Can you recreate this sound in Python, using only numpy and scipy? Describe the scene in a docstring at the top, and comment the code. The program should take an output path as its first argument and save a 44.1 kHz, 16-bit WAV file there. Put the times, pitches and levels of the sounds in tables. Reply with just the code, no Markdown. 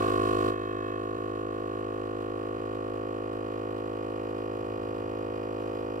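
"""A small piston compressor pumps up a tyre outdoors, about 53 strokes a second.
Each stroke is a rising whoop through the pump's resonances, built from harmonics and heard as a buzz;
noise-burst ticks of valves and rod ring the plastic casing, and filtered noise hisses as air.
It is louder and hissier for half a second and a loose part rattles for about one; as the tyre fills
it speeds up a little and changes colour. Outdoor rumble, faint gliding hums and soft scuffs lie behind."""
import sys
import numpy as np
from scipy import signal
from scipy.fft import rfft, irfft
from scipy.io import wavfile
from scipy.ndimage import uniform_filter1d

SR = 44100
rng = np.random.default_rng(int(sys.argv[2]) if len(sys.argv) > 2 else 0)


def store_pcm(level_fs):
    """Save levels as 16-bit WAV."""
    pcm = np.round(np.clip(level_fs, -1, 1) * 32767).astype(np.int16)
    wavfile.write(sys.argv[1], SR, np.atleast_2d(pcm).T)


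N = 264600
TIME = np.arange(N) / SR
FREQS = np.arange(N // 2 + 1) * SR / N

# Spectrum of the outdoor background. Each row: frequency in Hz, relative level in dB.
OUTDOOR_SPECTRUM = [(20, -24), (60, -6), (100, 0.5), (200, -29), (500, -9), (1500, -7.5), (6000, -30),
                    (15000, -45)]
# Far hums that glide down. Each row: start in seconds, length in seconds, starting pitch in Hz,
# peak level in dB.
FAR_HUMS = [(4.48, 0.39, 104, -57), (4.497, .5, 138, -49), (4.833, 0.38, 116, -51),
            (4.795, 0.28, 208, -53.5), (5.097, 0.38, 110, -54), (5.64, .32, 104, -55)]
# Soft scuffs. Each row: start in seconds, length in seconds, level at the height of the swell in dB.
SCUFF_EVENTS = [(-.1, .3, -41), (5.52, .3, -52)]
# Spectrum of a scuff. Each row: frequency in Hz, relative level in dB.
SCUFF_SPECTRUM = [(150, -16), (300, 5), (520, 3), (780, 10.5), (950, -11), (1130, 13), (1300, -10),
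                  (1500, 3), (2000, -13), (4000, -16), (13000, -31)]
# Spectrum of air through the valves. Each row: frequency in Hz, relative level in dB.
AIR_SPECTRUM = [(40, -2.5), (150, 0), (480, 4), (850, -5.5), (1120, 3.5), (1550, -8), (2100, -13),
                (2900, -9), (3600, -12.5), (4900, -19), (6000, -24.5), (8300, -23.5), (11300, -29),
                (15500, -27.5)]
# Valve and rod ticks in each turn of the crank. Each row: position in turns, relative level in dB,
# brightest frequency in Hz.
VALVE_TICKS = [(.65, 0, 2840), (0.76, -2, 1810), (0.829, -0.5, 5000), (0.991, -3.5, 2300),
               (0.172, -3.5, 9100), (0.459, -8, 4200)]
# Spectrum of a tick's dry click. Each row: frequency in Hz, relative level in dB.
CLICK_SPECTRUM = [(1200, -26), (1600, -6.5), (1850, 5), (2100, -0.5), (2700, 0), (3250, -3.5), (3550, -14),
                  (4100, -7.5), (5000, -14.5), (5400, -17), (8500, -16.5), (11000, -20.5), (15500, -31)]
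# Resonances of the plastic casing. Each row: frequency in Hz, width in Hz, relative level in dB
# with a soft tyre, relative level in dB with a hard tyre.
CASING_MODES = [(1798, 102, -5.5, -6.5), (2469, 63, -15.5, -1.5), (2772, 104, -10.5, -6.5),
                (3990, 75, -3, -21), (4300, 45, -58, -36), (4880, 67, -35, -8), (5640, 110, -52.5, -14.5),
                (6640, 150, -19, -25.5), (9000, 120, -38, -28.5), (9370, 78, -24, -23),
                (12000, 200, -20.5, -38.5), (13450, 220, -43, -24)]
# Resonances of the loose part. Each row: frequency in Hz, width in Hz, relative level in dB.
LOOSE_MODES = [(1750, 54, 0.5), (2200, 33, -10), (2570, 34, -7), (2770, 32, -9.5), (3142, 57, -10.5),
               (4200, 210, -38)]
# Registers of the pump that each stroke sweeps upward through. Each row: lowest frequency in Hz,
# highest frequency in Hz, start of the sweep in turns, end of the sweep in turns.
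WHOOP_REGISTERS = [(51.4, 612, -0.317, 0.4204), (632, 865, -0.14, 0.15), (873, 1190, -.21, 0.298),
                   (1191, 1630, -0.064, 0.183), (1620, 1860, -.22, -0.13)]
# Resonances of pump and housing, each radiating from its own place. Each row: frequency in Hz,
# width in Hz, level in dB with a soft tyre, level in dB with a hard tyre,
# left minus right in dB, lateness of the left ear in ms.
BODY_MODES = [(86.4, 52, -39.5, -41, -0.5, 0.4), (287.4, 152, -44.5, -42, -2.5, 0.39),
              (371.5, 98, -37.5, -41.5, 3.0, 0.34), (494.6, 95.2, -41, -37, -1.0, 0.35),
              (601, 67, -74, -51.5, -15, 0.45), (696, 112, -47, -48.5, 11, 0.38),
              (812, 135, -58, -49, 7, 0.81), (901, 215, -63.5, -49.5, 0, 0.3),
              (1094.6, 68.3, -37, -48.5, -7, 0.35), (1189.7, 51, -36, -46, -0.5, 0.32),
              (1307, 59.5, -53, -48.5, -4, 0.44), (1456, 116, -48, -57, -3.5, 0.38),
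              (1800, 350, -63.5, -62, 2, 0.36)]
# Brief dips of the buzz, where the sound skips ahead by part of a turn.
# Each row: time in seconds, dip in dB.
BUZZ_SKIPS = [(1.177, -9), (2.592, -7.5)]

OUTDOOR_SWELL_DB = 1.2  # spread of the background's slow level changes
HUM_SAG_HZ_PER_S = 138
CLICK_RISE_S = .0018  # a click peaks after this time, then dies away
# the motor gains a little speed and levels off
START_TURN, START_RPM, GAIN_RPM, SPEED_UP_S = -.41, 3145.2, 57.1, 2.46
SKIP_TURNS = .16
# tyre pressure rises quickly at first, then ever more slowly (time constant)
FILL_S = 3.03
# the loud opening: when it starts to fall, how long it falls, boost of the whole machine and of air flow
OPENING_END_S, OPENING_FALL_S, OPENING_DB, OPENING_FLOW_DB = 0.491, 0.062, 6.5, 9.5
# the loose part: held back in the opening, it rattles freely, seats itself with a drop, then dies away
RATTLE_OPENING_DB, SEATS_S, SEATING_S, SEATED_DB, RATTLE_FADE_DB_PER_S = -8.5, 0.94, .1, -9, 5
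NOISE_LEFT_LAG_MS = 0.3856
TOP_HZ = 15600


def undb(db):
    """Decibels to gain."""
    return 10 ** (np.asarray(db) / 20)


def level(x, db):
    """Scale to an rms level."""
    return x * undb(db) / np.sqrt(np.mean(x ** 2))


def colour(x, points):
    """Filter by a spectrum of (Hz, dB) points, joined on a log-frequency scale."""
    hz, db = np.transpose(points)
    gain_db = np.interp(np.log(FREQS + 1), np.log(hz), db)
    return irfft(rfft(x) * undb(gain_db), N)


def walk(rate):
    """Smoothed random wander with a spread near 1, drawing rate new values a second."""
    k = int(SR / rate)
    steps = np.repeat(rng.standard_normal(N // k + 1), k)
    smooth = uniform_filter1d(uniform_filter1d(steps, k), k)
    return 1.7 * smooth[:N]


def pan(db):
    """Gains of left and right for a level difference."""
    return undb(np.array([[db], [-db]]) / 2)


def stereo_noise(apart_hz):
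    """Noise that is alike in both ears in the bass and unrelated far above apart_hz."""
    mid, side = rfft(rng.standard_normal((2, N)))
    spread = FREQS / (FREQS + apart_hz)
    ears = mid + np.array([[1], [-1]]) * spread * side
    return irfft(ears / np.sqrt(1 + spread ** 2), N)


def ramp(start, length):
    """A straight rise from 0 to 1."""
    return np.clip((TIME - start) / length, 0, 1)


def swell(start, length):
    """A smooth rise and fall."""
    return np.sin(np.pi * ramp(start, length))


def resonance(hz, width):
    """Frequency response of one mode, gain 1 at its centre."""
    return hz * width / (hz ** 2 - FREQS ** 2 + 1j * FREQS * width)


def outdoor_rumble(floor_db=-62):
    """Coloured noise that slowly swells and sinks around its floor level."""
    floor = level(colour(stereo_noise(apart_hz=1500), OUTDOOR_SPECTRUM), floor_db)
    return floor * undb(OUTDOOR_SWELL_DB * walk(3.08))


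def far_hums():
    """Sines that sag steadily in pitch while they swell and fade."""
    out = np.zeros(N)
    for start, length, from_hz, db in FAR_HUMS:
        hz = from_hz - HUM_SAG_HZ_PER_S * length * ramp(start, length)
        out += undb(db) * swell(start, length) * np.sin(2 * np.pi * np.cumsum(hz) / SR)
    return out


def scuffs():
    """Coloured friction noise under soft swells."""
    noise = level(colour(stereo_noise(apart_hz=1500), SCUFF_SPECTRUM), 0)
    return noise * sum(undb(db) * swell(s, length) ** 2 for s, length, db in SCUFF_EVENTS)


def surroundings():
    """Rumble, far hums and scuffs behind the machine."""
    return outdoor_rumble() + far_hums() + scuffs()


def crank():
    """Turns of the crank so far: speed summed over time, with a quick jump ahead at each skip."""
    rpm = START_RPM + GAIN_RPM * (1 - np.exp(-(TIME / SPEED_UP_S) ** 2))
    turns = START_TURN + np.cumsum(rpm) / SR / 60
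    return turns + SKIP_TURNS * sum(ramp(s, .0025) for s, _ in BUZZ_SKIPS)


def hiss(turns, puff_turns=0.043, steady=1.0, flutter_db=2.0, air_db=-57, pan_db=-5):
    """Air swells through the valves around each tick, over a steady rush."""
    puffs = 0
    for turn, db, _ in VALVE_TICKS:
        since_tick = (turns - turn) % 1
        puffs = puffs + undb(db) * np.exp(-((since_tick - puff_turns) / puff_turns) ** 2)
    air = stereo_noise(apart_hz=2400) * (steady + puffs) * undb(flutter_db * walk(120))
    return pan(pan_db) * level(colour(air, AIR_SPECTRUM), air_db)


def blows(turns, turn, scatter_db=0.95, jitter_ms=0.016):
    """Spectrum of one blow in every turn, never quite alike in time or strength."""
    at = np.interp(np.arange(-1, np.ceil(turns[-1])) + turn, turns, TIME)
    late, size = rng.standard_normal((len(at), 2)).T
    i = np.round((at + late * jitter_ms / 1000) * SR).astype(int)
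    inside = (at > 0) & (at < TIME[-1]) & (i >= 0) & (i < N)
    return rfft(np.bincount(i[inside], undb(scatter_db * size[inside]), N))


def dry_clicks(tick_hits, flow_db, click_db=-59.0, focus_db=5, treble_hz=2700):
    """Each tick repeats its own short noise burst, focused around its brightest frequency."""
    spectrum = 0
    for hit, (_, _, bright_hz) in zip(tick_hits, VALVE_TICKS):
        burst = rfft(stereo_noise(apart_hz=2390) * TIME * np.exp(-TIME / CLICK_RISE_S))
        # falls by focus_db per octave to either side
        focus = undb(-focus_db * np.abs(np.log2((FREQS + 1) / bright_hz)))
        spectrum = spectrum + hit * burst * focus
    clicks = level(colour(irfft(spectrum, N), CLICK_SPECTRUM), click_db)
    # stronger air flow snaps the valves harder, which brightens the clicks
    treble = irfft(rfft(clicks) / (1 + (treble_hz / (FREQS + 1)) ** 2) ** 2, N)
    return clicks + (undb(flow_db) - 1) * treble


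def casing_ring(hits, pressure, ring_db=-60.0):
    """The blows ring the casing's modes, whose balance shifts as the tyre hardens."""
    rings = np.zeros(N)
    for k, (hz, width, soft_db, hard_db) in enumerate(CASING_MODES):
        strength = undb(soft_db + (hard_db - soft_db) * pressure)
        # neighbouring modes swing in opposite directions
        rings += (-1) ** k * strength * irfft(hits * resonance(hz, width), N)
    return level(rings, ring_db)


def loose_part(hits, rattle_db, loose_db=-51):
    """The same blows shake a loose part's modes, under its own level curve."""
    response = sum((-1) ** k * undb(db) * resonance(hz, width)
                   for k, (hz, width, db) in enumerate(LOOSE_MODES))
    return undb(rattle_db) * level(irfft(hits * response, N), loose_db)


def clatter(turns, pressure, rattle_db, flow_db, pan_db=-2):
    """Each tick has its own soft click; together they ring the casing and shake a loose part."""
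    tick_hits = [undb(db) * blows(turns, turn) for turn, db, _ in VALVE_TICKS]
    hits = sum(tick_hits)
    clicks = dry_clicks(tick_hits, flow_db)
    return pan(pan_db) * (clicks + casing_ring(hits, pressure) + loose_part(hits, rattle_db))


def buzz(turns, pressure, waver_db=0.31, count=36):
    """Stroke harmonics through the body; the shrinking air space rings ever higher, so highs come later."""
    hz, width, soft_db, hard_db, pan_db, lag_ms = np.transpose(BODY_MODES)
    strength = undb(soft_db[:, None] + np.outer(hard_db - soft_db, pressure))
    out, delay = np.zeros((2, N)), 0
    rate = (turns[-1] - turns[0]) / TIME[-1]  # mean strokes a second
    for order in range(1, count + 1):
        harmonic_hz = order * rate
        bell = 1 / (1 + (2 * (harmonic_hz - hz) / width) ** 4)
        late = np.exp(-2j * np.pi * harmonic_hz * lag_ms / 1000)
        ears = bell * np.array([undb(pan_db / 2) * late, undb(-pan_db / 2)])
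        angle = 2 * np.pi * (order * turns - delay)
        tone = ears.real @ strength * np.cos(angle) - ears.imag @ strength * np.sin(angle)
        out += undb(waver_db * walk(7.2)) * tone
        # phase adds up from harmonic to harmonic, which bends the stroke into a rising sweep
        register = sum(harmonic_hz > high for _, high, _, _ in WHOOP_REGISTERS[:-1])
        low, high, first, last = WHOOP_REGISTERS[register]
        delay += np.interp(harmonic_hz, [low, high], [first, last])
    return out


def compressor(dip_s=0.0043, hiss_follows=0.69):
    """Crank and tyre pressure drive buzz, clatter and hiss; the noises lean a little to the right."""
    turns = crank()
    pressure = 1 - np.exp(-TIME / FILL_S)
    opening = 1 - ramp(OPENING_END_S, OPENING_FALL_S)
    flow_db = OPENING_FLOW_DB * opening
    rattle_db = RATTLE_OPENING_DB * opening + SEATED_DB * ramp(SEATS_S, SEATING_S)
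    rattle_db = rattle_db - RATTLE_FADE_DB_PER_S * np.maximum(TIME - SEATS_S, 0)
    dips_db = sum(db * np.exp(-((TIME - s) / dip_s) ** 2) for s, db in BUZZ_SKIPS)
    air = undb(hiss_follows * flow_db) * hiss(turns)
    left, right = clatter(turns, pressure, rattle_db, flow_db) + air
    # the noises reach the left ear late
    noises = np.array([np.interp(TIME - NOISE_LEFT_LAG_MS / 1000, TIME, left), right])
    return undb(OPENING_DB * opening) * (undb(dips_db) * buzz(turns, pressure) + noises)


def scene():
    """Surroundings with the compressor in front."""
    return surroundings() + compressor()


def record(dry):
    """The recorder cuts the top with a steep elliptic low-pass."""
    low_pass = signal.ellip(10, .1, 80, TOP_HZ, fs=SR, output="sos")
    return signal.sosfilt(low_pass, dry)


dry = scene()
out = record(dry)
store_pcm(out)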